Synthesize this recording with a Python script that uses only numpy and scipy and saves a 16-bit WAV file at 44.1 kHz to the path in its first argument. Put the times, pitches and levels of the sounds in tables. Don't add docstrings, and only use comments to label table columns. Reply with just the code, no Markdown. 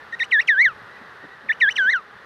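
import sys
import numpy as np
from scipy import signal
from scipy.fft import rfft, irfft
from scipy.io import wavfile
from scipy.ndimage import uniform_filter1d

SR = 44100
rng = np.random.default_rng(int(sys.argv[2]) if len(sys.argv) > 2 else 0)


def inscribe(sig):
    pcm = np.round(np.clip(np.atleast_2d(sig).T, -1, 1) * 32767)
    wavfile.write(sys.argv[1], SR, pcm.astype(np.int16))


N = 99225

# freq_hz, density_db
WIND_COLOUR = [(15, -40), (30, -21.5), (60, -16.5), (100, -9.5), (170, -8), (310, -11), (450, -4.5),
               (700, -8), (1100, -3), (1500, -0.5), (1900, -1.5), (2250, -15), (3000, -17), (4000, -18),
               (5000, -26), (6000, -30.5), (7200, -37.5), (13000, -40.5)]
BUFFET_COLOUR = [(20, -16), (50, -7), (90, 0.5), (170, 0.5), (300, -16), (1000, -52)]
BUMP_COLOUR = [(40, -18), (120, -9), (230, 10.5), (380, 1), (560, 3.5), (900, -9), (3000, -45.5)]
RASP_COLOUR = [(500, -32.5), (1500, -4.5), (2500, 1.5), (3800, -0.5), (4800, -7), (5900, 0.5),
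               (7000, -14.5), (8300, -7.5), (10500, -21), (13000, -21.5)]
# time_s, level_db
WIND_LEVEL = [(0, -43.5), (.35, -44), (.8, -43), (1.35, -45.5), (1.85, -42), (2.05, -47), (2.25, -45)]
# centre_s, level_db, half_length_s
BUFFETS = [(0.047, -56.5, 0.025), (0.712, -55.5, 0.063), (0.831, -53.5, .025), (2.163, -50.5, 0.017)]
BUMPS = [(1.018, -46.5, 0.013), (1.245, -44.5, 0.013), (1.468, -45.5, 0.023), (1.861, -51, 0.014)]
# centre_s, top_hz, level_db, length_s
COLONY_CALLS = [(.02, 1810, -51, .1), (.81, 2026, -53, .08), (.94, 2000, -48, .11), (.98, 2490, -55, .05),
                (1.05, 1982, -52, .09), (1.24, 1896, -46, .07), (1.33, 1940, -47, .08),
                (1.43, 1902, -51, .06), (2.19, 1760, -50, .09)]
# freq_hz, gain_db
ADULT_COLOUR = [(400, -3), (800, -1), (1300, -4.5), (1800, -3), (2300, -13), (3500, -16.5)]
THROAT_COLOUR = [(2500, -19.5), (3200, -23), (3750, -16.5), (4200, -26.5), (4600, -35), (5100, -30.5),
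                 (5800, -15), (6300, -22), (7000, -36), (8300, -24.5), (10000, -33.5), (13000, -38.5)]
# harmonic, level_db
OVERTONES = [(2, 0.5), (3, -16.5), (4, -28), (5, -33.5)]
# time_s, pitch_hz, level_db, overtone_db
OPENING_PEEP = [(0.124, 2080, -37.5, 12), (0.1295, 1810, -26.5, -8), (0.1459, 1893, -27, -3),
                (0.1519, 1930, -32, 6.5)]
FIRST_SHORT = [(0.191, 2879, -66.8, 3), (0.1947, 2765, -36.5, -11.5), (0.204, 1925, -20, 6),
               (0.219, 1795, -20, 8.5), (0.2316, 1968, -18, 4), (0.2386, 2610, -34.5, -6),
               (0.2449, 3090, -36.5, -0.5), (0.2547, 2830, -50, 11)]
FIRST_MIDDLE = [(0.309, 3363, -45, -9), (0.314, 3070, -32, -23.5), (0.323, 2187, -16.7, -14),
                (0.331, 1955, -12.7, 2), (0.3601, 1747, -14.5, -3), (0.38, 1652, -17.5, -9.5),
                (0.394, 1795, -14, 1.5), (0.4044, 1983, -12.8, -2), (0.41, 2596, -29.9, -4),
                (0.4174, 2907, -33.5, 9.5), (0.4333, 2180, -41.5, 20)]
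FIRST_LONG = [(0.472, 3269, -47.5, 14), (0.477, 3231, -31, 2.5), (0.4875, 2160, -13.6, 2.5),
              (0.4956, 1928, -10, -6), (0.5084, 1790, -14, 0), (0.542, 1589, -19.5, -10.5),
              (0.5553, 1506, -24.5, 1.5), (0.5685, 1568, -20.5, -9), (0.6007, 1890, -11, -6),
              (0.6189, 2076, -11.5, 1.5), (0.6353, 2308, -18, -6), (0.6529, 2000, -12, 2),
              (0.6613, 1837, -11.9, -5), (0.6823, 1537, -20.5, 1.5), (0.6943, 1360, -32, 5.5),
              (0.74, 1076, -47, -2)]
SECOND_SHORT = [(1.486, 2690, -46, -2.5), (1.487, 2544, -37.5, -9.5), (1.494, 1841, -18, -8),
                (1.5033, 1715, -15, 1.5), (1.5168, 1864, -16, -8.5), (1.529, 2892, -40.5, -12.5),
                (1.5333, 2992, -37, -4), (1.5389, 2823, -47.5, 6)]
SECOND_MIDDLE = [(1.601, 2944, -49, 1), (1.6044, 3118, -33, -12), (1.613, 2252, -17, -8),
                 (1.619, 1954, -12.5, 2.5), (1.6335, 1787, -11.5, 0.5), (1.6669, 1556, -19.5, 2.5),
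                 (1.6893, 1730, -12.5, 0), (1.7051, 2622, -35, 7.5), (1.7138, 3041, -27.5, -0.5),
                 (1.722, 3019, -33, 5), (1.7276, 2812, -37.5, 15)]
SECOND_LONG = [(1.755, 2676, -45.5, 23), (1.763, 3270, -26.5, -6), (1.7674, 2840, -20, 1),
               (1.7738, 2255, -29.0, 13.5), (1.7884, 1713, -16.5, 7), (1.8104, 1558, -16.4, 2),
               (1.8422, 1486, -19.5, -0.5), (1.8661, 1534, -17.1, 2), (1.8921, 1749, -13.5, -8),
               (1.9025, 1922, -16.5, 3.5), (1.9175, 2178, -25.5, 10.5), (1.9338, 1901, -16.5, 0.5),
               (1.943, 1623, -16.5, -2), (1.965, 1437, -20.5, 3), (2.0219, 1044, -53, -8)]
# contour, rasp_db, flick_rasp_db, upper_overtone_db
NOTES = [(OPENING_PEEP, -27, -60, 0), (FIRST_SHORT, -37, -45.5, -2), (FIRST_MIDDLE, -43.5, -51, -7.5),
         (FIRST_LONG, -43, -46.5, -1), (SECOND_SHORT, -40, -57.5, -2.5), (SECOND_MIDDLE, -50, -49, -5.5),
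         (SECOND_LONG, -40, -53, 0.88)]

ADULTS_PER_S, ADULT_HZ, ADULT_LENGTH_S, ADULT_GAIN_DB = 9, 429.3, .26, -58
CHORUS_PER_S, CHORUS_HZ, CHORUS_LENGTH_S, CHORUS_DB = 14, 1550, .08, -55
FAR_WAVER, FAR_ARCH, FAR_OVERTONE_DB = .01, .17, -16
JITTER, SHIMMER_DB, JITTER_RATE_HZ = .0015, .15, 395
HOARSE_ABOVE_HZ, HOARSE_FULL_HZ, HOARSE_JITTER, HOARSE_SHIMMER_DB = 2200, 2905, .012, 1
REEDY_BELOW_HZ, REEDY_DB = 1500, 8
SMEAR_RAD, SMEAR_RATE_HZ, FLUTTER_DB = .035, 692, .7
RASP_DB_PER_OCTAVE, RASP_REF_HZ, FLICK_REF_DB = 12, 1800, -31.5
SNOW_ECHO_DB, SNOW_T60_S, SNOW_DELAY_S = -28, .067, .015
LOWPASS_HZ = 13100


def undb(db):
    return 10 ** (np.asarray(db) / 20)


def colour(hz, curve):
    freq_hz, gain_db = np.array(curve, float).T
    return undb(np.interp(np.log(np.maximum(hz, 1)), np.log(freq_hz), gain_db))


def noise(curve):
    x = irfft(rfft(rng.standard_normal(N)) * colour(np.fft.rfftfreq(N, 1 / SR), curve), N)
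    return x / x.std()


def walk(rate_hz):
    width = max(int(SR / rate_hz), 1)
    x = uniform_filter1d(uniform_filter1d(rng.standard_normal(N), width), width)
    return x / x.std()


def swells(t, events):
    return sum(undb(db) * np.exp(-((t - centre_s) / half_s) ** 2) for centre_s, db, half_s in events)


def wind(t):
    rush = noise(WIND_COLOUR) * undb(np.interp(t, *np.array(WIND_LEVEL).T) + .35 * walk(rate_hz=3.9))
    return rush + noise(BUFFET_COLOUR) * swells(t, BUFFETS)


def bumps(t):
    return noise(BUMP_COLOUR) * swells(t, BUMPS)


def far_adults(t):
    out = np.zeros(N)
    waver = 1 + FAR_WAVER * walk(rate_hz=60)
    draws = rng.standard_normal((int(ADULTS_PER_S * N / SR), 3))
    for i, (offset, detune, slide) in enumerate(draws):
        centre_s = (i + offset / 2) / ADULTS_PER_S
        position = (t - centre_s) / (ADULT_LENGTH_S / 2)
        on = np.abs(position) < 1
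        hz = ADULT_HZ * np.exp(.1 * detune + .04 * slide * position[on]) * waver[on]
        phase = 2 * np.pi * np.cumsum(hz) / SR
        bray = sum(colour(k * hz, ADULT_COLOUR) * np.sin(k * phase + k * k * offset) for k in range(1, 9))
        out[on] += (1 - position[on] ** 2) * bray
    return undb(ADULT_GAIN_DB) * out


def far_whistle(t, waver, centre_s, top_hz, level_db, length_s):
    out = np.zeros(N)
    on = np.abs(t - centre_s) < length_s / 2
    edge = ((t[on] - centre_s) / (length_s / 2)) ** 2
    phase = 2 * np.pi * np.cumsum(top_hz * (1 - FAR_ARCH * edge) * waver[on]) / SR
    tone = np.sin(phase) + undb(FAR_OVERTONE_DB) * np.sin(2 * phase)
    out[on] = np.sqrt(2) * undb(level_db) * (1 - edge) * tone
    return out


def far_chicks(t):
    waver = 1 + FAR_WAVER * walk(rate_hz=110)
    calls = list(COLONY_CALLS)
    draws = rng.standard_normal((int(CHORUS_PER_S * N / SR), 2))
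    for i, (offset, detune) in enumerate(draws):
        centre_s = (i + offset / 2) / CHORUS_PER_S
        calls.append((centre_s, CHORUS_HZ * np.exp(.13 * detune), CHORUS_DB, CHORUS_LENGTH_S))
    return sum(far_whistle(t, waver, *call) for call in calls)


def snow_echo(t, voice):
    tail = rng.standard_normal(N) * undb(-60 * t / SNOW_T60_S) * (t > SNOW_DELAY_S)
    return undb(SNOW_ECHO_DB) * signal.fftconvolve(voice, tail / np.linalg.norm(tail))[:N]


def throat_overtones(hz, phase, upper_overtone_db):
    upper_db = upper_overtone_db + REEDY_DB * (hz < REEDY_BELOW_HZ)
    smear_rad = SMEAR_RAD * walk(SMEAR_RATE_HZ)
    out = np.zeros(N)
    for k, level_db in OVERTONES:
        gain = undb(level_db + upper_db * (k > 2) + FLUTTER_DB * walk(rate_hz=130))
        out += gain * colour(k * hz, THROAT_COLOUR) * np.sin(k * phase + (k - 1) ** 2 * smear_rad)
    return out


def whistle(t, contour, rasp_db, flick_rasp_db, upper_overtone_db):
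    time_s, pitch_hz, level_db, overtone_db = np.array(contour, float).T
    hz = uniform_filter1d(np.interp(t, time_s, pitch_hz), size=260)
    bright_db = np.interp(t, time_s, overtone_db)
    hoarse = np.clip((hz - HOARSE_ABOVE_HZ) / (HOARSE_FULL_HZ - HOARSE_ABOVE_HZ), 0, 1)

    gate = uniform_filter1d(1. * ((t > time_s[0]) & (t < time_s[-1])), size=90)
    shimmer = undb((SHIMMER_DB + HOARSE_SHIMMER_DB * hoarse) * walk(JITTER_RATE_HZ))
    envelope = gate * uniform_filter1d(undb(np.interp(t, time_s, level_db)), size=130) * shimmer

    jitter = (JITTER + HOARSE_JITTER * hoarse) * walk(JITTER_RATE_HZ)
    phase = 2 * np.pi * np.cumsum(hz * (1 + jitter)) / SR
    overtones = undb(bright_db) * throat_overtones(hz, phase, upper_overtone_db)
    tone = np.sqrt(2) * (np.sin(phase) + overtones)

    strain_db = .6 * bright_db + RASP_DB_PER_OCTAVE * np.log2(hz / RASP_REF_HZ)
    rasp = envelope * undb(rasp_db + strain_db)
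    flick_rasp = hoarse * undb(flick_rasp_db) * (np.abs(envelope) / undb(FLICK_REF_DB)) ** .45
    return envelope * tone + (rasp + flick_rasp) * noise(RASP_COLOUR)


def chick(t):
    voice = sum(whistle(t, *note) for note in NOTES)
    return voice + snow_echo(t, voice)


def scene():
    t = np.arange(N) / SR
    return (wind(t) + bumps(t) + chick(t) + far_chicks(t) + far_adults(t))[None]


def record(dry):
    return signal.sosfilt(signal.ellip(10, .1, 80, LOWPASS_HZ, fs=SR, output="sos"), dry)


dry = scene()
out = record(dry)
inscribe(out)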